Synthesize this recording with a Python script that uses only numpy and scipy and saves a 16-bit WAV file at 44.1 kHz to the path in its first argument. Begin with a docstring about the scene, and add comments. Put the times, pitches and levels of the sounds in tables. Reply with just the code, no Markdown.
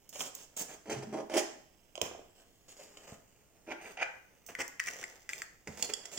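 """A table in a small, lively room: a fabric saddle bag is packed, its cloth rustling at every grip.
A wrench is dragged to the edge, making the top drone and judder, and dropped in on a hand pump.
A small plastic box is slid off the table and wedged in after it; the bag is squeezed shut and the
tools clink. Friction is a train of tiny slips, a knock is a click with micro-bounces; both ring the
modes of the bodies they touch."""
import sys
import numpy as np
from scipy import signal
from scipy.fft import rfft, irfft, next_fast_len
from scipy.io import wavfile

SR = 44100
rng = np.random.default_rng(int(sys.argv[2]) if len(sys.argv) > 2 else 0)


def generate_wav(signal):
    """Clip the signal to [-1, 1] and save it as 16-bit WAV at the path in sys.argv[1]."""
    frames = np.transpose(np.atleast_2d(signal))
    scaled = np.clip(frames, -1, 1) * 32767
    pcm = np.round(scaled).astype(np.int16)
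    wavfile.write(sys.argv[1], SR, pcm)


N = 272538
CUTOFF_HZ = 16200
GRIP_ATTACK_S, GRIP_SWELL_DB, GRIP_RELEASE_S = 0.0033, 3.5, 0.012

# Event levels are relative, ahead of filters and room.
# hands on the bag: (start [s], length [s], weave swish [dB], shell rub [dB])
BAG_GRIPS = [(.125, .15, -50.5, -53), (.19, 0.023, -47.5, -43.5), (.34, 0.099, -56.5, -65),
             (.563, 0.061, -43.5, -45), (.68, 0.062, -56.5, -51.5), (2.025, 0.038, -82, -42),
             (2.35, 0.069, -73.5, -67.5), (2.68, 0.043, -59.5, -58.5), (2.765, 0.074, -61.5, -60),
             (2.82, 0.24, -71.5, -63.5), (3.07, 0.073, -65.5, -54), (3.81, 0.11, -64.5, -54),
             (4.485, 0.018, -71, -47), (4.587, 0.015, -57, -36), (4.86, 0.18, -64, -52.5),
             (5.07, 0.09, -89, -63), (5.29, 0.12, -61, -58), (5.67, 0.091, -63.5, -56),
             (5.77, 0.085, -52, -45), (5.887, 0.016, -71, -40), (5.96, 0.13, -72, -58),
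             (6.113, 0.14, -50, -50)]
# wrench over the table: (start [s], length [s], table drone [dB], steel scratch [dB])
WRENCH_STROKES = [(.855, 0.035, -47, -61), (.895, 0.035, -35.5, -44.5), (.93, 0.058, -54, -56.5),
                  (1.022, 0.014, -44, -54.5), (1.124, 0.085, -38.5, -57.5), (1.295, 0.067, -41, -53.5),
                  (1.335, 0.052, -36.5, -43), (1.366, 0.033, -53, -39)]
# slow pushes on the table: (start [s], length [s], lower mode [dB], upper mode [dB])
JUDDER_STROKES = [(.87, 0.092, -46.5, -41), (.94, 0.045, -42, -45), (1.02, 0.087, -57.5, -41)]
# box over the table: (start [s], length [s], box [dB], table drone [dB])
BOX_STROKES = [(3.665, 0.059, -48, -40), (3.7, 0.026, -43.5, -39.5), (3.78, 0.1, -50.5, -53),
               (3.969, 0.0045, -40.5, -51), (3.98, 0.025, -41, -53), (4.009, 0.021, -28.5, -50)]
# drags: (start [s], length [s], level [dB])
BAG_STROKES = [(2.785, 0.014, -47.5)]  # bag on table
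LINING_STROKES = [(4.81, 0.21, -53), (5.05, .17, -63.5), (5.29, 0.14, -55.5)]  # box on lining
# box wedged in, silent unless end > start: (start [s], end [s], final level [dB])
WEDGE_STROKES = [(4.572, 4.609, -46.5), (4.587, 4.619, -35.5), (4.854, 4.889, -38), (5.282, 5.278, -44)]

# contacts: (time [s], level [dB], chatter decay [s])
CREASE_SNAPS = [(.091, -29, 0.0066), (.35, -22, 0.0023), (.573, -22, 0.0042), (.594, -15, 0.0043),
                (.606, -23, 0.0014), (.613, -19.5, 0.0042), (4.463, -27.5, 0.027), (4.679, -23, 0.00074),
                (4.8, -27, 0.00091), (5.334, -31, 0.0019), (5.42, -32, 0.0015)]  # cloth creases flip
PUMP_HITS = [(.157, -31, 0.0039), (.206, -21.5, 0.0073), (1.9545, -27.5, 0.0045), (1.9775, -30.5, 0.0014),
             (2.015, -10.5, 0.0017), (2.9715, -37, 0.0078)]  # on the bare pump
LOAD_HITS = [(.611, -42.5, 0.0069), (2.022, -37.5, 0.012), (3.123, -39, 0.0035), (5.672, -36.5, 0.024),
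             (6.177, -37, 0.0023)]  # load on bag, bag on table
TABLE_HITS = [(1.3632, -17, 0.0029), (1.376, -16.5, 0.0023), (3.678, -35.5, 0.019)]  # on the table top: wrench tips at the edge; later a hand lands
PADDED_HITS = [(1.979, -33.5, 0.0021), (2.016, -28, 0.0041), (2.113, -34, 0.0015), (2.127, -49, 0.00082),
               (2.149, -37.5, 0.0028), (2.193, -38.5, 0.0013)]  # wrench rocks on pump through padding
WRENCH_HITS = [(2.0156, -11, 0.0023)]  # wrench lands on pump
# box on tools: (time [s], level [dB], chatter decay [s], pitch set by grip [ratio])
BOX_HITS = [(4.5515, -24.5, 0.00069, 1.03), (4.621, -25, 0.0015, 1.1), (4.7965, -22, 0.0028, 1.12),
            (4.8, -16.5, 0.004, 0.92), (4.875, -27, 0.0025, 0.95), (4.8835, -28, 0.0043, 0.845),
            (5.029, -28, 0.0029, 0.81), (5.0395, -25, 0.0021, 0.99), (5.2915, -21.5, 0.0073, 0.98),
            (5.333, -24, 0.0033, 1.17), (5.4195, -21, 0.0005, 0.93), (5.674, -29, 0.0093, 1.01)]
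# steel on steel: (time [s], level [dB], chatter decay [s], cloth damping [ratio])
STEEL_HITS = [(5.8252, -10, 0.0026, 1.6), (5.845, -26.5, 0.0072, 2.1), (5.9365, -16, 0.0026, 1.05),
              (6.055, -28.5, 0.0047, 2.5), (6.175, -26, 0.0072, 0.61)]
# wrench set ringing: (time [s], lower mode [dB], upper mode [dB])
WRENCH_TOUCHES = [(5.041, -73, -49.5), (5.332, -51.5, -46), (5.421, -77, -50), (5.825, -39, -47)]

# body resonances: (frequency [Hz], width [Hz], level [dB])
PUMP_MODES = [(591, 75, 21), (747, 52, 16.5), (990, 43, 18.5), (1200, 75, 6), (2460, 340, 8.5),
              (3100, 370, 13), (6900, 2000, 0)]
PACKED_BAG_MODES = [(82.3, 5.5, -0.5), (135, 56, -3), (208, 31, 6), (410, 15, -1), (620, 1000, -8)]
TABLE_MODES = [(277, 22, 4.5), (340.4, 39, 15.5), (420, 50, 16), (549, 49, 12), (617.5, 17, 13.5),
               (762, 41, 9.5), (1760, 37, -18)]
TABLE_FLEX_MODES = [(133.4, 4.2, 0), (214, 12, 0)]
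LOAD_MODES = [(576, 27, 0)]
BOX_ON_TABLE_MODES = [(538, 60, 13.5), (717, 145, 17.4), (825, 37, 2.9), (1510, 200, 13), (1960, 270, 12.4),
                      (2300, 95, 15.5), (6600, 3700, 0.5)]
BOX_MODES = [(1467, 62, 4), (1790, 120, 2), (1994, 230, 12), (5000, 520, -5), (8100, 2760, -11)]
STEEL_MODES = [(1994, 70, -1.5), (3360, 87, 8), (4780, 93, 8), (5400, 200, -4), (7150, 150, 1),
               (8140, 1700, -5), (10270, 110, -3)]
# wrench's bright click, with a high sheen from the microphone's 15 kHz peak:
# (frequency [Hz], width [Hz], level [dB])
WRENCH_CLICK_PEAKS = [(4550, 160, 2), (6200, 280, -2), (10900, 7800, -5), (14800, 670, -5)]
# wrench bending: (frequency [Hz], width [Hz])
BENDING_MODES = [(4295, 13), (7468, 52)]

# noise spectra: (frequency [Hz], density [dB])
WEAVE_SPECTRUM = [(900, -19), (1700, -27), (2900, -4), (4000, -5.5), (6500, -6), (8000, -2.5),
                  (10500, -9.5), (15000, -10.5)]
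SHELL_SPECTRUM = [(30, -28), (100, -16), (220, -9), (420, -3), (650, -3.5), (1000, -11), (2000, -13.5),
                  (5000, -24)]
SCRATCH_SPECTRUM = [(400, -36), (1250, 1), (1700, 9), (2800, 7.5), (7000, -0.5), (10000, -2.5),
                    (15000, -11)]
LINING_SPECTRUM = [(1000, -10), (5200, -2.5), (10500, -7.5), (15000, -2)]
ROOM_TONE_SPECTRUM = [(25, 0.5), (300, -7), (600, -16.5), (1500, -30), (3500, -20), (6800, -32.5),
                      (10000, -13.5), (15500, -11.5)]
# room decay: (frequency [Hz], T60 [s])
TAIL_T60_S = [(100, 1), (300, 0.41), (1800, 0.53), (6000, 0.5), (14000, 0.27)]
# room tail against direct sound: (frequency [Hz], level [dB])
TAIL_DB = [(100, -8.5), (500, -2.5), (2500, -0.5), (7000, 1.5), (14000, -0.5)]
# where the hands work: (time [s], left lag [s], left gain [dB])
WORK_PATH = [(.2, .000055, -1.5), (1.15, .00006, 0), (2.0, .00015, -1), (2.8, .00006, 2), (3.9, .00011, 0),
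             (4.8, 0, 1), (5.42, 0, 0), (5.83, .00006, -2)]
# microphone port responses: (frequency [Hz], gain [dB])
LEFT_PORT_DB = [(900, 4.5), (2000, 6), (3200, -1.5), (3800, -3), (5500, -3.5), (7500, 4.5), (9000, -5),
                (13000, -14)]
RIGHT_PORT_DB = [(900, 6), (2000, 2), (3100, 5), (3800, -5), (5200, 6), (6800, 8.5), (9000, -6),
                 (12500, -11), (14300, 0), (15100, 2), (16000, -6)]


def from_db(db):
    return 10 ** (np.asarray(db) / 20)


def unit_rms(x):
    return x / np.sqrt(np.mean(x ** 2) + 1e-20)


def at_hz(points, hz):
    """Table lookup on a log-frequency axis."""
    points_hz, values = np.transpose(points)
    return np.interp(np.log(np.maximum(hz, 1)), np.log(points_hz), values)


def cut(x, hz, kind):
    """Gentle low-, high- or band-pass."""
    return signal.sosfilt(signal.butter(2, hz, kind, fs=SR, output="sos"), x)


def colour(x, spectrum):
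    """Minimum-phase filter with the given spectrum."""
    size = 2 * next_fast_len(len(x) // 2 + SR // 20)
    gain = from_db(at_hz(spectrum, np.fft.rfftfreq(size, 1 / SR)))
    cepstrum = irfft(np.log(gain))
    cepstrum[1:size // 2] *= 2
    cepstrum[size // 2 + 1:] = 0
    return irfft(rfft(x, size) * np.exp(rfft(cepstrum)))[:len(x)]


def convolve(x, response):
    return signal.fftconvolve(x, response)[:N]


def drift(rate_hz):
    """Smooth random curve, unit RMS."""
    values = rng.standard_normal(N // 10)
    return unit_rms(np.interp(np.arange(N) * rate_hz / SR, np.arange(len(values)), values))


def ringing(modes, uneven_db=0, pitch=1, damping=1):
    """Impulse response of resonances; the contact point weights them by chance."""
    t, out = np.arange(SR // 2) / SR, 0
    for hz, width_hz, db in modes:
        gain = from_db(db + uneven_db * rng.standard_normal()) * width_hz
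        decay = np.exp(-np.pi * damping * width_hz * t)
        out = out + gain * decay * np.cos(2 * np.pi * pitch * hz * t)
    return out


def strokes(rows, attack_s, swell_db, release_s):
    """Hand pressure takes hold, swells or eases, lets go; one gain curve per dB column."""
    t, out = np.arange(N) / SR, 0
    for start_s, length_s, *levels_db in rows:
        age_s = t - start_s
        swell = from_db(swell_db * (np.clip(age_s / length_s, 0, 1) - 1.5))
        attack = np.clip(age_s / attack_s, 0, 1)
        release = np.exp(-np.clip((age_s - length_s) / release_s, 0, 20))
        out = out + np.outer(from_db(levels_db), attack * swell * release)
    return out


def friction(rate_hz, spread_db, clump_db, clump_hz):
    """Tiny slips of uneven size, in clumps."""
    slips = (rng.random(N) < rate_hz / SR) * rng.choice([-1, 1], N)
    sizes_db = spread_db * np.minimum(rng.exponential(1, N), 4)
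    return slips * from_db(sizes_db + clump_db * np.clip(drift(clump_hz), -2, 2))


def scraping(slips, gain, spectrum, crisp_db):
    """Friction noise; harder strokes open the top treble."""
    noise = unit_rms(colour(slips, spectrum))
    treble = cut(noise[::-1], 8100, "high")  # reversed to decorrelate
    return gain * (noise + from_db(crisp_db) * np.sqrt(gain / gain.max()) * treble)


def rubbed(force, gain, modes):
    """Friction drives a body, which rings on after the stroke."""
    response = ringing(modes)
    return convolve(gain * unit_rms(force), response / np.linalg.norm(response))


def strike(contacts, response, chatter):
    """One click plus dying micro-bounces per contact; extra columns go to response()."""
    out, t = np.zeros(N + SR), np.arange(SR // 20) / SR
    for time_s, level_db, chatter_s, *grip in contacts:
        bounces = rng.standard_normal(len(t)) * (rng.random(len(t)) < .1)
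        force = chatter * bounces * np.exp(-t / max(chatter_s, 1 / SR))
        force[0] = 1
        hit = signal.fftconvolve(force, response(*grip))
        at = int(time_s * SR)
        out[at:at + len(hit)] += from_db(level_db) * hit / np.abs(hit).max()
    return out[:N]


def cloth(held_swish_db=-77, held_rub_db=-72):
    """Stiff nylon swishes and snaps; the padded shell rubs on hands and table, faintly between grips."""
    grips = strokes(BAG_GRIPS, GRIP_ATTACK_S, GRIP_SWELL_DB, GRIP_RELEASE_S)
    swish, rub = grips + from_db([[held_swish_db], [held_rub_db]])
    weave_slips = friction(rate_hz=2600, spread_db=3, clump_db=1, clump_hz=99)
    weave = scraping(weave_slips, swish, WEAVE_SPECTRUM, crisp_db=9.5)
    shell_slips = friction(rate_hz=1500, spread_db=2, clump_db=2, clump_hz=90)
    shell = rub * unit_rms(colour(shell_slips, SHELL_SPECTRUM))
    snaps = strike(CREASE_SNAPS, lambda: cut(signal.unit_impulse(SR // 50), 7550, "high"), chatter=1)
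    return weave + shell + snaps


def pump_knocks():
    """The pump rings when hit bare, thuds when hit through padding."""
    bare = strike(PUMP_HITS, lambda: ringing(PUMP_MODES), chatter=0.4)
    thud = cut(ringing(PUMP_MODES, damping=4.8), [280, 680], "band")
    return cut(bare, 173, "high") + strike(PADDED_HITS, lambda: thud, chatter=0.5)


def bag_thumps():
    """The whole load bumps softly in its low modes."""
    return strike(LOAD_HITS, lambda: cut(ringing(PACKED_BAG_MODES), [45, 600], "band"), chatter=0.82)


def wrench_drag():
    """Slips scratch the steel and drive the table top; it knocks as the wrench tips, later a hand lands."""
    drone, scratch = strokes(WRENCH_STROKES, attack_s=0.0036, swell_db=-1, release_s=0.0072)
    slips = friction(rate_hz=6000, spread_db=2, clump_db=1.5, clump_hz=250)
    knocks = strike(TABLE_HITS, lambda: ringing(TABLE_MODES), chatter=1)
    table = cut(rubbed(slips, drone, TABLE_MODES) + knocks, [210, 1000], "band")
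    return table + scraping(slips, scratch, SCRATCH_SPECTRUM, crisp_db=6)


def table_judder():
    """Slow stick-slip flexes the whole top; the wrench's position sets which mode answers."""
    pushes = strokes(JUDDER_STROKES, attack_s=0.012, swell_db=6, release_s=0.029)
    slips = friction(rate_hz=900, spread_db=1, clump_db=.7, clump_hz=60)
    return sum(rubbed(slips, push, [mode]) for push, mode in zip(pushes, TABLE_FLEX_MODES))


def wrench_drop():
    """The wrench lands on the pump with a dry click."""
    return strike(WRENCH_HITS, lambda: ringing(WRENCH_CLICK_PEAKS), chatter=0.57)


def bag_shift():
    """Pushed over the table, the load gives a short hollow groan."""
    push, = strokes(BAG_STROKES, GRIP_ATTACK_S, GRIP_SWELL_DB, GRIP_RELEASE_S)
    return rubbed(rng.standard_normal(N), push, LOAD_MODES)


def box_slide(edge_db=-22):
    """Hollow box and table resonate together; the box's edge adds a fine scratch."""
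    push, drone = strokes(BOX_STROKES, attack_s=0.0033, swell_db=11.5, release_s=0.0048)
    slips = friction(rate_hz=4500, spread_db=3, clump_db=1, clump_hz=620)
    box = rubbed(cut(slips, [380, 3200], "band"), push, BOX_ON_TABLE_MODES)
    edge = from_db(edge_db) * scraping(slips, push, SCRATCH_SPECTRUM, crisp_db=10)
    return box + rubbed(slips, drone, TABLE_MODES) + edge


def box_in_bag():
    """Shoves build and stop dead; the box clicks on the tools, too small to radiate bass."""
    t = np.arange(N) / SR
    push = sum(from_db(db) * (t > start_s) * (t < end_s) * (t - start_s) / (end_s - start_s)
               for start_s, end_s, db in WEDGE_STROKES)
    slips = friction(rate_hz=2500, spread_db=2.2, clump_db=2, clump_hz=600)
    clicks = strike(BOX_HITS, lambda pitch: ringing(BOX_MODES, uneven_db=1.5, pitch=pitch), chatter=0.29)
    return cut(rubbed(slips, push, BOX_MODES) + clicks, 1190, "high")


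def lining_crackle():
    """The box's edges catch on the stiff lining: sparse, sharp ticks."""
    press, = strokes(LINING_STROKES, GRIP_ATTACK_S, swell_db=0, release_s=GRIP_RELEASE_S)
    ticks = friction(rate_hz=170, spread_db=3, clump_db=1, clump_hz=60)
    return press * unit_rms(colour(ticks, LINING_SPECTRUM))


def wrench_ring():
    """Touched where the cloth leaves it free, the wrench sings faintly in two bending modes."""
    t, out = np.arange(N) / SR, 0
    for time_s, *levels_db in WRENCH_TOUCHES:
        age_s = np.maximum(t - time_s, 0)
        for (hz, width_hz), db in zip(BENDING_MODES, levels_db):
            decay = np.exp(-np.minimum(np.pi * width_hz * age_s, 20))
            out = out + from_db(db) * decay * np.sin(2 * np.pi * hz * age_s)
    return out


def steel_clinks():
    """Steel on steel, damped by the cloth."""
    return strike(STEEL_HITS, lambda damping: ringing(STEEL_MODES, uneven_db=2, damping=damping),
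                  chatter=0.54)


def scatter(low_hz, ring_s):
    """Small things nearby smear a click's treble: a chain of all-passes."""
    out = signal.unit_impulse(SR // 2) + 1e-18
    radius = np.exp(-1 / (ring_s * SR))
    for centre_hz in rng.uniform(low_hz, CUTOFF_HZ, size=12):
        poles = [1, -2 * radius * np.cos(2 * np.pi * centre_hz / SR), radius * radius]
        out = signal.lfilter(poles[::-1], poles, out)
    return cut(out, low_hz, "high")


def room(x, scatter_db=5.5, build_s=0.0012, apart_hz=251):
    """Bright scatter, then a tail dying band by band; the sides are alike only below apart_hz."""
    t = np.arange(SR // 2) / SR
    edges_hz = np.geomspace(60, 17000, 15)
    white, tail = rng.standard_normal((2, 3, len(t))), 0
    for k, (low_hz, high_hz) in enumerate(zip(edges_hz, edges_hz[1:])):
        hz = np.sqrt(low_hz * high_hz)
        envelope = from_db(-60 * t / at_hz(TAIL_T60_S, hz)) * (1 - np.exp(-(t / build_s) ** 2))
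        shared, *own = cut(white[k % 2], [low_hz, high_hz], "band")
        band = envelope * (shared + hz / apart_hz * np.array(own))
        band *= np.sqrt(2 * (high_hz - low_hz) / SR) / np.linalg.norm(band, axis=1, keepdims=True)
        tail = tail + from_db(at_hz(TAIL_DB, hz)) * band
    near = np.array([scatter(low_hz=2957, ring_s=0.00037) for _ in tail])
    near *= from_db(scatter_db) / np.linalg.norm(near, axis=1, keepdims=True)
    return np.array([convolve(x, side) for side in tail + near])


def moving_room(x):
    """Hands and bag move, so the reflections crossfade to a new pattern about every half second."""
    position = np.linspace(0, 12, N)
    return sum(room(x * np.cos(np.pi / 2 * np.clip(position - k, -1, 1))) for k in range(13))


def scene(work_db=-5, room_tone_db=-67):
    """All handling shares one moving place and the room, over a faint room tone."""
    work = cloth() + bag_shift() + wrench_drag() + box_slide() + table_judder()
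    work += pump_knocks() + wrench_drop() + steel_clinks() + bag_thumps() + wrench_ring()
    work += box_in_bag() + lining_crackle()
    t = np.arange(N) / SR
    times_s, *columns = np.transpose(WORK_PATH)
    lag_s, left_db = [np.interp(t, times_s, column) for column in columns]
    direct = np.array([np.interp(t - lag_s, t, work), work])
    left, right = direct + moving_room(work)
    shared, *own = [unit_rms(colour(rng.standard_normal(N), ROOM_TONE_SPECTRUM)) for _ in range(3)]
    room_tone = from_db(room_tone_db) * unit_rms(shared + np.array(own))
    return from_db(work_db) * np.array([from_db(left_db) * left, right]) + room_tone


def record(dry):
    """Each microphone port colours its side; a steep low-pass cuts the top."""
    ports = np.array([colour(dry[0], LEFT_PORT_DB), colour(dry[1], RIGHT_PORT_DB)])
    return signal.sosfilt(signal.ellip(10, .2, 70, CUTOFF_HZ, fs=SR, output="sos"), ports)


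dry = scene()
out = record(dry)
generate_wav(out)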